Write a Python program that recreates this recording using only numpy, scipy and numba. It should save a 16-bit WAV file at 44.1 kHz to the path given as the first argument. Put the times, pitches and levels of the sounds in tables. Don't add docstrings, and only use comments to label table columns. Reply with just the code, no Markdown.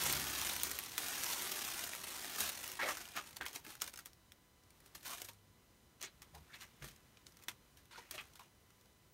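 import sys
import numpy as np
from scipy import signal
from scipy.fft import rfft, irfft
from scipy.io import wavfile
from scipy.ndimage import uniform_filter1d, map_coordinates
from numba import njit

SR = 44100
rng = np.random.default_rng(int(sys.argv[2]) if len(sys.argv) > 2 else 0)


def boost(x):
    u = np.asarray(x, float) / 20
    return 10 ** u


def dump(signal):
    limited = np.clip(np.atleast_2d(signal).T, -1, 1)
    pcm = np.round(limited * 32767).astype(np.int16)
    wavfile.write(sys.argv[1], SR, pcm)


N = 402633

# f/Hz, level/dB
HISS_COLOUR = [(18, -42), (30, -1.5), (103, -4), (285, -13.5), (381, -12.5), (521, -15), (977, -17),
               (1060, -16.5), (3010, -23), (3720, -21.5), (15700, -28.5)]
# t/s, level under 250 Hz/dB
WALL_BUMPS = [
    (0.0, -60),
    (0.07, -52.5),
    (0.69, -62.5),
    (4.47, -74.5),
    (6.79, -71),
    (6.84, -60),
    (6.97, -70),
    (9.13, -76),
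]
# f/Hz, level/dB
THUD_COLOUR = [(18, -76), (30, -13), (65, 2), (102, -4), (135, -3.5), (200, -4.5), (367, -9), (400, -15),
               (520, -12), (880, -120)]
# t/s, length/s, f/Hz, level/dB
PANEL_BOOMS = [
    (.03, 0.89, 69.4, -60.5),
    (.04, 0.27, 137.4, -55.5),
    (2.39, 0.11, 81.4, -60.5),
    (3.4, 0.084, 70, -61),
    (5.15, 0.53, 99.9, -69),
    (6.33, 0.13, 74, -61.5),
    (6.32, 0.124, 155, -66.5),
    (6.81, 0.13, 53, -59),
    (6.81, 0.073, 140, -56.5),
]
BAND_SPLITS = (1200, 3500, 8000)
BAND_TRIMS = (-2.18, -1.35, -0.096, 1)
# t/s, length/s, f/Hz, level/dB
FINGER_SCRAPES = [(2.79, 0.023, 940, -44.5), (2.791, 0.043, 1720, -44), (2.811, 0.046, 2140, -42),
                  (2.812, 0.03, 1560, -46), (2.852, .06, 1850, -49), (2.387, 0.13, 220, -68),
                  (2.81, 0.15, 322, -65), (3.443, 0.024, 1700, -54.5), (6.62, .035, 2050, -65),
                  (7.906, 0.075, 2330, -73), (7.91, 0.11, 4300, -69), (7.968, .04, 6000, -70),
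                  (2.819, 0.12, 584, -50.5), (2.83, .03, 2200, -60), (2.885, 0.036, 1740, -51),
                  (3.159, 0.051, 1320, -50), (3.405, 0.03, 1670, -51), (5.081, 0.035, 930, -58),
                  (5.119, 0.031, 1170, -53), (6.028, 0.044, 6500, -53), (6.018, 0.088, 4000, -63),
                  (6.344, 0.043, 915, -63), (6.522, 0.062, 2050, -62), (6.533, 0.029, 3860, -61),
                  (7.947, 0.031, 1390, -61.5), (7.975, 0.019, 4600, -63), (7.976, 0.03, 880, -60),
                  (8.136, 0.049, 645, -64), (2.869, 0.066, 1180, -49), (5.287, 0.017, 1000, -65),
                  (6.812, 0.034, 1700, -65), (7.977, 0.04, 404, -65.5), (8.18, 0.031, 2350, -53.5),
                  (8.392, 0.037, 1000, -63.5), (6.492, 0.047, 1690, -68.5), (2.801, .12, 780, -57),
                  (6.336, 0.027, 640, -67), (6.35, 0.038, 500, -73), (3.4, 0.057, 331, -60.5),
                  (3.663, 0.036, 310, -61), (8.178, 0.047, 3100, -60)]
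# t/s, level over half a millisecond/dB, ring f/Hz
CREASE_CLICKS = [(0.3971, -32, 14000), (0.4155, -31, 5900), (0.4978, -33, 3800), (0.5641, -32, 12200),
                 (0.5997, -37, 3300), (0.6342, -23, 8900), (0.7145, -31, 12400), (0.789, -27, 13900),
                 (0.8373, -39, 9100), (0.98, -23, 12100), (1.0847, -31, 8600), (1.2361, -31, 6100),
                 (1.2432, -31, 12500), (1.8756, -36, 8900), (1.9347, -38, 1900), (1.9504, -39, 12900),
                 (2.0145, -43, 5400), (3.0549, -43, 2800), (3.3095, -48, 14600), (3.3297, -49, 4600),
                 (3.3682, -39, 8800), (3.4109, -34, 1600), (3.4641, -37, 2100), (3.5598, -35, 5700),
                 (3.6654, -48, 2700), (3.7531, -48, 5400), (3.8026, -52, 3400), (3.8196, -30, 5400),
                 (3.8418, -41, 9000), (3.8776, -42, 3700), (3.8814, -46, 1600), (3.8956, -48, 4900),
                 (3.9389, -45, 4600), (3.9589, -48, 5300), (3.9642, -53, 3600), (3.9742, -47, 9300),
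                 (3.9778, -49, 3000), (3.9911, -43, 4500), (4.0584, -45, 12200), (4.1327, -55, 5900),
                 (4.3201, -48, 3600), (4.861, -54, 15200), (5.2185, -39, 9700), (5.2463, -45, 9300),
                 (6.01, -50, 6300), (6.0155, -42, 6200), (6.0274, -37, 6300), (6.0343, -39, 6400),
                 (6.2203, -46, 5900), (6.8239, -50, 3000), (6.8452, -46, 4300), (7.1712, -55, 3000),
                 (7.2684, -49, 4500), (7.3702, -55, 6100), (7.438, -50, 12400), (7.4846, -33, 3000),
                 (8.1105, -37, 8400), (8.1806, -41, 2900), (8.3371, -59, 5400), (8.3579, -53, 3400)]
# t/s, peak level/dB, ring f/Hz, relative middle level/dB, relative sizzle level/dB
PUSH_SNAPS = [(0.0358, -20, 2800, -16, -2), (0.126, -20, 11530, -24, -4), (0.414, -31, 5800, -3, -15),
              (0.534, -28, 9420, -20, -12), (0.5638, -25, 12100, -22, -14), (0.6336, -20, 8500, -17, -8),
              (0.7137, -24.5, 12200, -21, -13), (0.7885, -25.5, 1910, -11, -8.5),
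              (0.837, -34, 9550, -30, -19), (0.9799, -20, 3380, -16.5, -8), (1.084, -32, 8900, -16, -10),
              (1.2355, -24.5, 10400, -28, -11), (1.517, -24, 5500, -17, -8), (1.523, -31, 4500, -17, -12),
              (1.8387, -26, 2940, -22.5, -12), (1.8755, -36, 11000, 4, -1), (1.9499, -28.5, 1300, -11, -10),
              (2.041, -31.5, 4350, -12, -12), (2.245, -29, 4040, -4, -12), (2.405, -18.5, 3840, -16, -6),
              (2.4923, -26, 1580, -11, -7), (2.641, -26.5, 2610, -12, -10), (2.677, -28, 2860, -12, -5),
              (2.717, -29.5, 2770, -39, -12)]
# t/s, peak level/dB, ring f/Hz, relative middle level/dB, relative sizzle level/dB
EASE_SNAPS = [(3.054, -42, 2900, -28, -13), (3.1637, -30, 1480, -11, -1), (3.3678, -31.5, 4520, -15, -15),
              (3.4105, -31.5, 1500, 5, -16), (3.4627, -29, 3100, -24, -14), (3.5304, -37, 6400, -21, -12),
              (3.5599, -28.5, 5640, -9.5, -19), (3.6489, -39, 1770, 0, -4), (3.665, -38, 5020, -2, -13),
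              (3.7524, -37.5, 1420, -17, -14), (3.813, -35, 5570, -28, -24.5),
              (3.8189, -20.5, 6760, -14.5, -15.5), (3.842, -34, 8200, -15, -19),
              (3.878, -37, 8500, -20, -7), (3.896, -44, 4500, -21, -13), (3.9374, -41, 2470, -5, -17),
              (3.9593, -38, 5400, -13, -15), (3.975, -35.5, 6400, -21, -14), (3.989, -36.5, 1440, -28, -15),
              (4.0578, -35, 3370, -21, -11), (4.132, -48.5, 5640, -26, -11),
              (4.3203, -42.5, 3180, -22.5, -12), (4.861, -49, 9250, -14, -10),
              (4.9523, -39, 1820, -10, -12)]
# t/s, peak level/dB, ring f/Hz, relative middle level/dB, relative sizzle level/dB
LATE_SNAPS = [(5.055, -35.5, 1520, -4, -10), (5.218, -29, 2940, -11, -10), (5.247, -37, 9236, -20, -13),
              (5.2869, -36, 2470, -3, -8), (6.0145, -34, 6400, -14, -25), (6.027, -33, 6400, -20, -24),
              (6.2194, -44, 2450, -31, -17), (6.351, -44, 8700, -26, -16), (6.6109, -41, 2850, -20, -26),
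              (6.822, -40.5, 1610, 6, -18), (6.8426, -37.5, 4060, 0, -15), (7.172, -47.5, 2530, -9, -32),
              (7.267, -39.5, 4490, -28, -29), (7.424, -48, 2470, -21, -24), (7.437, -45, 7100, -18, -11),
              (7.4837, -29, 2810, -23, -12), (7.7716, -46, 3060, -13, -15), (8.1105, -31, 8450, -24, -10),
              (8.1788, -37.5, 2690, -2, -37), (8.355, -44, 1300, -15, -12), (8.395, -44, 1170, -22, -20)]
# t/s, peak level/dB, ring f/Hz
FAINT_TICKS = [(3.33, -45, 5000), (4.636, -54, 5000), (4.705, -48.5, 9100), (4.803, -50, 9700),
               (5.333, -48, 8950), (6.011, -46, 7000), (6.033, -41, 6500), (6.048, -44, 2000),
               (6.843, -43, 4500), (7.294, -57, 1500), (7.389, -56.5, 2000), (7.494, -40, 10000),
               (6.962, -47.5, 6360), (7.322, -50, 5000), (7.37, -47, 5960), (8.212, -43, 8640),
               (8.335, -49, 5830), (8.704, -51, 1400), (8.811, -53, 3500), (8.857, -54, 5000)]
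# t/s, peak level/dB, ring f/Hz
SMALL_CREASES = [(.396, -39, 3130), (.4484, -29, 2160), (.469, -34, 12100), (.427, -32, 11000),
                 (.475, -30, 13000), (.489, -32, 12000), (1.332, -26, 7000), (1.649, -29, 5000),
                 (.4938, -30, 2980), (.5985, -35, 6650), (.656, -32, 7000), (.669, -38, 13000),
                 (.6923, -35, 2630), (.8609, -32, 5210), (.9188, -34, 5170), (1.1563, -32, 2800),
                 (1.209, -41, 8000), (1.243, -35, 6060), (1.4207, -26, 12900), (1.609, -37, 11000),
                 (1.6866, -32, 1230), (1.7779, -36, 6600), (1.792, -27, 5600), (1.934, -31, 2500),
                 (2.0133, -43, 1510), (2.3595, -30, 3050), (2.9705, -29, 1390), (3.077, -40, 990),
                 (3.087, -38.5, 2600), (3.119, -40, 3300), (3.272, -40, 5340), (3.362, -42, 3500),
                 (3.416, -40, 1900), (3.431, -40, 3200), (3.483, -34, 5400), (3.537, -49, 6000),
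                 (3.576, -49, 6000), (6.543, -59, 4000), (6.548, -56, 3800), (6.62, -47, 3800),
                 (6.63, -45, 2000), (7.855, -51.5, 12000), (.2838, -29, 3400), (2.156, -38, 4220),
                 (2.1914, -41, 5000), (3.308, -45, 9000), (3.455, -36, 11000), (3.6, -50, 12000),
                 (3.681, -43, 8000), (3.802, -44, 4000), (3.906, -50, 10000), (3.933, -46, 5000),
                 (4.052, -50, 9100), (4.068, -42, 4540), (3.863, -40, 3000), (1.264, -28, 3000)]
# f/Hz, level/dB
FOIL_COLOUR = [(150, -5), (250, 1.5), (372, 5), (475, -3.5), (758, 2.5), (2680, 0.5), (12800, 1),
               (15700, -4.5)]
# t/s, rustle level/dB
HAND_PRESSURE = [(0.0, -45.0), (0.077, -41.6), (0.247, -48.5), (0.468, -46.2), (0.591, -50.8),
                 (0.908, -57.4), (0.968, -56.1), (0.981, -49.7), (1.263, -48.8), (1.494, -49.3),
                 (1.647, -49.3), (1.804, -51.4), (2.035, -57.6), (2.038, -53.2), (2.718, -55.3),
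                 (3.031, -77.7), (4.034, -81.7), (4.186, -89.3)]
# t/s, rise per 20 dB/s, fall per 20 dB/s, level/dB, brightness/dB
HAND_SHOVES = [(0.633, 0.026, 0.224, -50.0, 5.0), (1.337, 0.25, 0.023, -49.0, 5.0),
               (1.842, 0.034, 0.017, -49.0, 0.0), (2.409, 0.064, 0.123, -43.0, 2.0),
               (2.498, 0.32, 0.028, -48.0, 1.0), (2.795, 0.006, 0.19, -45.0, -14.0),
               (2.827, 0.031, 0.033, -44, -9.0), (2.87, 0.08, 0.056, -44.5, -11.0),
               (2.9, 0.087, 0.08, -42.0, -4.0), (2.973, 0.153, 0.422, -57.0, -1.0),
               (3.018, 0.129, 0.025, -53.0, -2.0), (3.174, 0.035, 0.052, -40.0, -10.0),
               (3.279, 0.182, 0.104, -61.0, -1.0), (3.366, 0.012, 0.035, -55, -2.0),
               (3.411, 0.003, 0.08, -47, -19.0), (3.464, 0.004, 0.075, -51.0, -2.0),
               (3.558, 0.053, 0.051, -52.0, -0.0), (3.65, 0.009, 0.107, -60.0, -2.0),
               (3.705, 0.07, 0.096, -56.0, -1.0), (3.819, 0.014, 0.04, -48, 1.0),
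               (3.877, 0.073, 0.047, -56.0, 2.0), (3.938, 0.009, 0.015, -56.0, 1.0),
               (3.992, 0.004, 0.04, -57.0, -1.0), (3.976, .003, .04, -60, 0),
               (4.059, 0.003, 0.04, -60.0, 2.0)]
# t/s, rise per 20 dB/s, fall per 20 dB/s, level/dB, brightness/dB
WALL_BRUSHES = [(4.861, 0.007, 0.032, -64.0, 1.0), (4.95, 0.005, 0.051, -56.0, 2.0),
                (5.062, 0.035, 0.174, -52.0, 2.0), (5.126, 0.11, 0.097, -51.0, 0.0),
                (5.186, 0.02, 0.139, -57.0, 0.0), (5.247, 0.008, 0.037, -60.0, 6.0),
                (5.289, 0.011, 0.035, -56.0, 1.0), (6.042, 0.035, 0.055, -48, -12),
                (6.219, 0.002, 0.04, -58.0, -3.0), (6.351, 0.016, 0.07, -61.0, -3.0),
                (6.487, 0.151, 2.148, -72.0, -9.0), (6.547, 0.04, 0.071, -56.0, -10.0),
                (6.622, 0.037, 0.049, -52.0, -6.0), (6.823, 0.006, 0.06, -56.0, -12.0),
                (6.844, 0.042, 0.107, -58.0, -1.0), (7.265, 0.007, 0.074, -71.0, 4.0),
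                (7.443, 0.129, 0.013, -67.0, -3.0), (7.484, 0.002, 0.035, -43.5, -5.0),
                (7.912, 0.009, 0.35, -59.0, -12.0), (7.985, 0.03, 0.065, -56.5, -11.0),
                (8.109, 0.002, 0.17, -55.0, -1.0), (8.15, 0.04, 0.041, -52.0, -9.0),
                (8.181, 0.003, 0.07, -49.0, -20.0), (8.395, 0.004, 0.09, -60.0, -6.0),
                (8.357, .004, .04, -62, -2), (6.89, .03, .012, -58, 2), (6.903, .004, .04, -63, -3),
                (7.774, .003, .06, -67, -2)]
# f/Hz, width/Hz, level/dB
HOUSING_DENTS = [(4890, 1430, -2), (7590, 650, -4), (10450, 490, -6)]


def unit(x):
    return x / np.sqrt(np.mean(x ** 2))


def colour(x, table):
    hz, db = np.transpose(table)
    f = np.maximum(np.fft.rfftfreq(len(x), 1 / SR), 1)
    return irfft(rfft(x) * boost(np.interp(np.log(f), np.log(hz), db)), len(x))


def decay(t, t60):
    return 1000 ** (-t / t60)


def walk(rate):
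    hold = int(SR / rate)
    levels = rng.standard_normal(N // hold + 1)
    return uniform_filter1d(np.repeat(levels, hold), hold)[:N]


def bands(x):
    f = np.fft.rfftfreq(len(x), 1 / SR)
    below = [0] + [1 / (1 + (f / hz) ** 8) for hz in BAND_SPLITS] + [1]
    return [irfft(rfft(x) * (high - low), len(x)) for low, high in zip(below, below[1:])]


def swell(t, start, length):
    x = np.clip((t - start) / length, 0, 1)
    return 3.6 * x ** 0.44 * (1 - x)


def noise_floor():
    whine_hz, first_db, slope_db = 1002.1, -85.5, -0.73
    t = np.arange(N) / SR
    whine = np.zeros(N)
    for k in range(1, 16):
        whine += boost(first_db + slope_db * k) * np.sin(2 * np.pi * (k * whine_hz * t + rng.random()))
    hiss = unit(colour(rng.standard_normal(N), HISS_COLOUR)) * boost(-68.5 + 1.5 * walk(3.6))
    return hiss + np.sqrt(2) * whine


def bumps():
    t = np.arange(N) / SR
    s, db = np.transpose(WALL_BUMPS)
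    level_db = np.interp(t, s, db - 1.0) + 0.34 * walk(21)
    out = unit(colour(rng.standard_normal(N), THUD_COLOUR)) * boost(level_db)
    for start, length, hz, db in PANEL_BOOMS:
        out += boost(db) * swell(t, start, length) * np.sin(2 * np.pi * hz * (t - start))
    return out


def box(x):
    t60_s, level_db, hand_shift_per_s = .075, -10.5, 3
    t, out = np.arange(SR // 5) / SR, 0
    turn = np.pi * hand_shift_per_s * np.arange(N) / SR
    for k in range(4):
        parts = bands(rng.standard_normal(len(t)))
        tail = sum(part * decay(t, t60_s * share) for part, share in zip(parts, (2.13, 1.02, 0.82, 0.51)))
        tail *= np.minimum(t / 0.00077, 1)
        weight = np.cos(turn * (1 + k // 2 * .618) + k % 2 * np.pi / 2) / np.sqrt(2)
        out = out + signal.fftconvolve(x * weight, tail / np.sqrt(np.sum(tail ** 2)))[:N]
    return boost(level_db) * out


def scrapes():
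    t, out = np.arange(N) / SR, np.zeros(N)
    for start, length, hz, db in FINGER_SCRAPES:
        i = slice(int(start * SR), int((start + length) * SR))
        band = signal.butter(2, (hz * 0.854, hz * 1.134), "band", fs=SR, output="sos")
        noise = unit(signal.sosfilt(band, rng.standard_normal(N // 40)))
        out[i] += boost(db) * swell(t[i], start, length) * noise[-len(t[i]):]
    return out


def clicks():
    rattle_s, ring_db, ring_cycles = .0004, -11, 18
    low_hz, reach = 1500, 2.2
    out, t = np.zeros(N + SR), np.arange(512) / SR
    for s, db, hz in CREASE_CLICKS:
        spike = rng.choice([-1, 1]) * (t == 0) + .4 * rng.standard_normal(len(t)) * np.exp(-t / rattle_s)
        band = signal.butter(2, (low_hz, min(reach * hz, .45 * SR)), "band", fs=SR)
        spike = signal.lfilter(*band, spike)
        spike += boost(ring_db) * np.sin(2 * np.pi * hz * t) * decay(t, ring_cycles / hz)
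        i = int(s * SR)
        out[i:i + len(t)] += boost(db) * spike / np.sqrt(np.mean(spike[:22] ** 2))
    return out[:N]


def snaps():
    tick_middle_db, tick_sizzle_db = -13.5, -15
    small = [tuple(row) + (tick_middle_db, tick_sizzle_db) for row in list(FAINT_TICKS) + list(SMALL_CREASES)]
    out, t = np.zeros(N + SR), np.arange(4096) / SR
    highpass = signal.butter(2, 350, "high", fs=SR)
    for s, db, hz, mid_db, sizzle_db in list(PUSH_SNAPS) + list(EASE_SNAPS) + list(LATE_SNAPS) + small:
        t60 = 0.026 * (hz / 3000) ** -0.1
        body, mid, edge, sizzle = bands(rng.standard_normal(len(t)))
        crack = boost(mid_db + 5.5) * (mid + 0.84 * body) * decay(t, 1.6 * t60)
        crack += edge * decay(t, 0.59 * t60)
        crack += boost(sizzle_db + 7.5) * sizzle * decay(t, t60)
        crack *= 1 + .4 * np.exp(-t / 0.0006)
        crack += 0.55 * np.sin(2 * np.pi * hz * t) * decay(t, 0.5 * t60)
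        crack = 12 * np.tanh(crack / 12) * np.minimum(t / .0005, 1)
        crack = signal.lfilter(*highpass, crack)
        i = int(s * SR)
        out[i:i + len(t)] += 1.17 * boost(db) * crack / np.sqrt(np.sum(crack ** 2) / (0.00077 * SR)) / 2
    return out[:N]


def hand():
    t = np.arange(N) / SR

    def tilt(db, bright_db):
        flat = 0 * db
        return np.array([-5 - 0.0558 * (db + 60.5), flat, 1.13 + 0.65 * bright_db + flat, bright_db + flat])

    steady_db = np.interp(t, *np.transpose(HAND_PRESSURE))
    power = boost(2 * (steady_db + tilt(steady_db, 0.33)))
    rustle_share_db = -1.5
    for s, rise, fall, db, bright_db in list(HAND_SHOVES) + list(WALL_BRUSHES):
        i = slice(int((s - 2 * rise) * SR), int((s + 2 * fall) * SR))
        away = np.maximum((s - t[i]) / rise, (t[i] - s) / fall)
        power[:, i] += boost(2 * (db + rustle_share_db + tilt(db, bright_db)))[:, None] / 10 ** (2 * away)
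    power[0] *= boost(2 * np.where(t < 5.8, .5, -3))
    return power


def swarm(per_s, spread_db, t60, clump, bed):
    chance = rng.random((N, 2)).T
    starts = chance[0] < per_s * np.exp(clump * walk(45)) / SR
    kicks = starts * boost(-spread_db * np.log(1 - .96 * chance[1]))
    power = signal.lfilter([1], [1, -decay(1 / SR, t60)], kicks ** 2)
    return kicks, np.sqrt(power + bed * np.mean(power)) * rng.standard_normal(N)


@njit
def rings(at, hz, t60, size, n):
    y = np.zeros(n)
    for k in range(len(at)):
        p = np.exp(2j * np.pi * hz[k] / SR - np.log(1000) / (t60[k] * SR))
        z = size[k] + 0j
        for i in range(at[k], min(n, at[k] + int(t60[k] * SR))):
            z *= p
            y[i] += z.imag
    return y


def patches(x):
    depth_db, life_s, width_octaves = 1.4, .035, .6
    f, t, z = signal.stft(x, SR, nperseg=512)
    spots = rng.standard_normal((60, 400))
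    at = np.meshgrid(np.log2(1 + f / 100) / width_octaves, t / life_s, indexing="ij")
    drift_db = depth_db * map_coordinates(spots, at, mode="mirror")
    return signal.istft(z * boost(drift_db), SR, nperseg=512)[1][:N]


def crumple():
    asked = np.sqrt(hand())
    push = np.clip((asked[1] * boost(55)) ** .6, .4, 2.0)
    kicks, bursts = swarm(800 * push, spread_db=3.5, t60=.014, clump=.45, bed=.3)
    at = np.flatnonzero(kicks)
    ticks = np.diff(kicks, prepend=0)
    chance = rng.random((len(at), 2)).T
    hz = 500 * 2 ** (4.9 * chance[0])
    ring_s = (12 + 40 * chance[1]) / hz
    facets = rings(at, np.minimum(hz, .4 * SR), ring_s, kicks[at], N)
    buckles = unit(bursts) + boost(-14.5) * unit(facets) + boost(-5.0) * unit(ticks)
    foil, out = patches(colour(buckles, FOIL_COLOUR)), 0
    for part, gain, trim_db in zip(bands(foil), asked, BAND_TRIMS):
        mean_power = uniform_filter1d(part ** 2, int(0.035 * SR), mode="reflect")
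        out = out + part / np.sqrt(mean_power + 1e-12) * gain * boost(trim_db)
    return out


def scene():
    foil = crumple() + snaps() + clicks() + scrapes()
    return (foil + box(foil) + bumps() + noise_floor())[None]


def roll_off(x):
    return signal.sosfilt(signal.butter(12, 17010, fs=SR, output="sos"), x)


def record(dry):
    f = np.fft.rfftfreq(N, 1 / SR)
    dents_db = sum(db / (1 + (2 * (f - hz) / width) ** 2) for hz, width, db in HOUSING_DENTS)
    response = boost(dents_db) * (f < 15750) / (1 + (36 / (f + 1)) ** 4)
    mix = irfft(rfft(dry) * response, N)
    return roll_off(mix)


dry = scene()
out = record(dry)
dump(out)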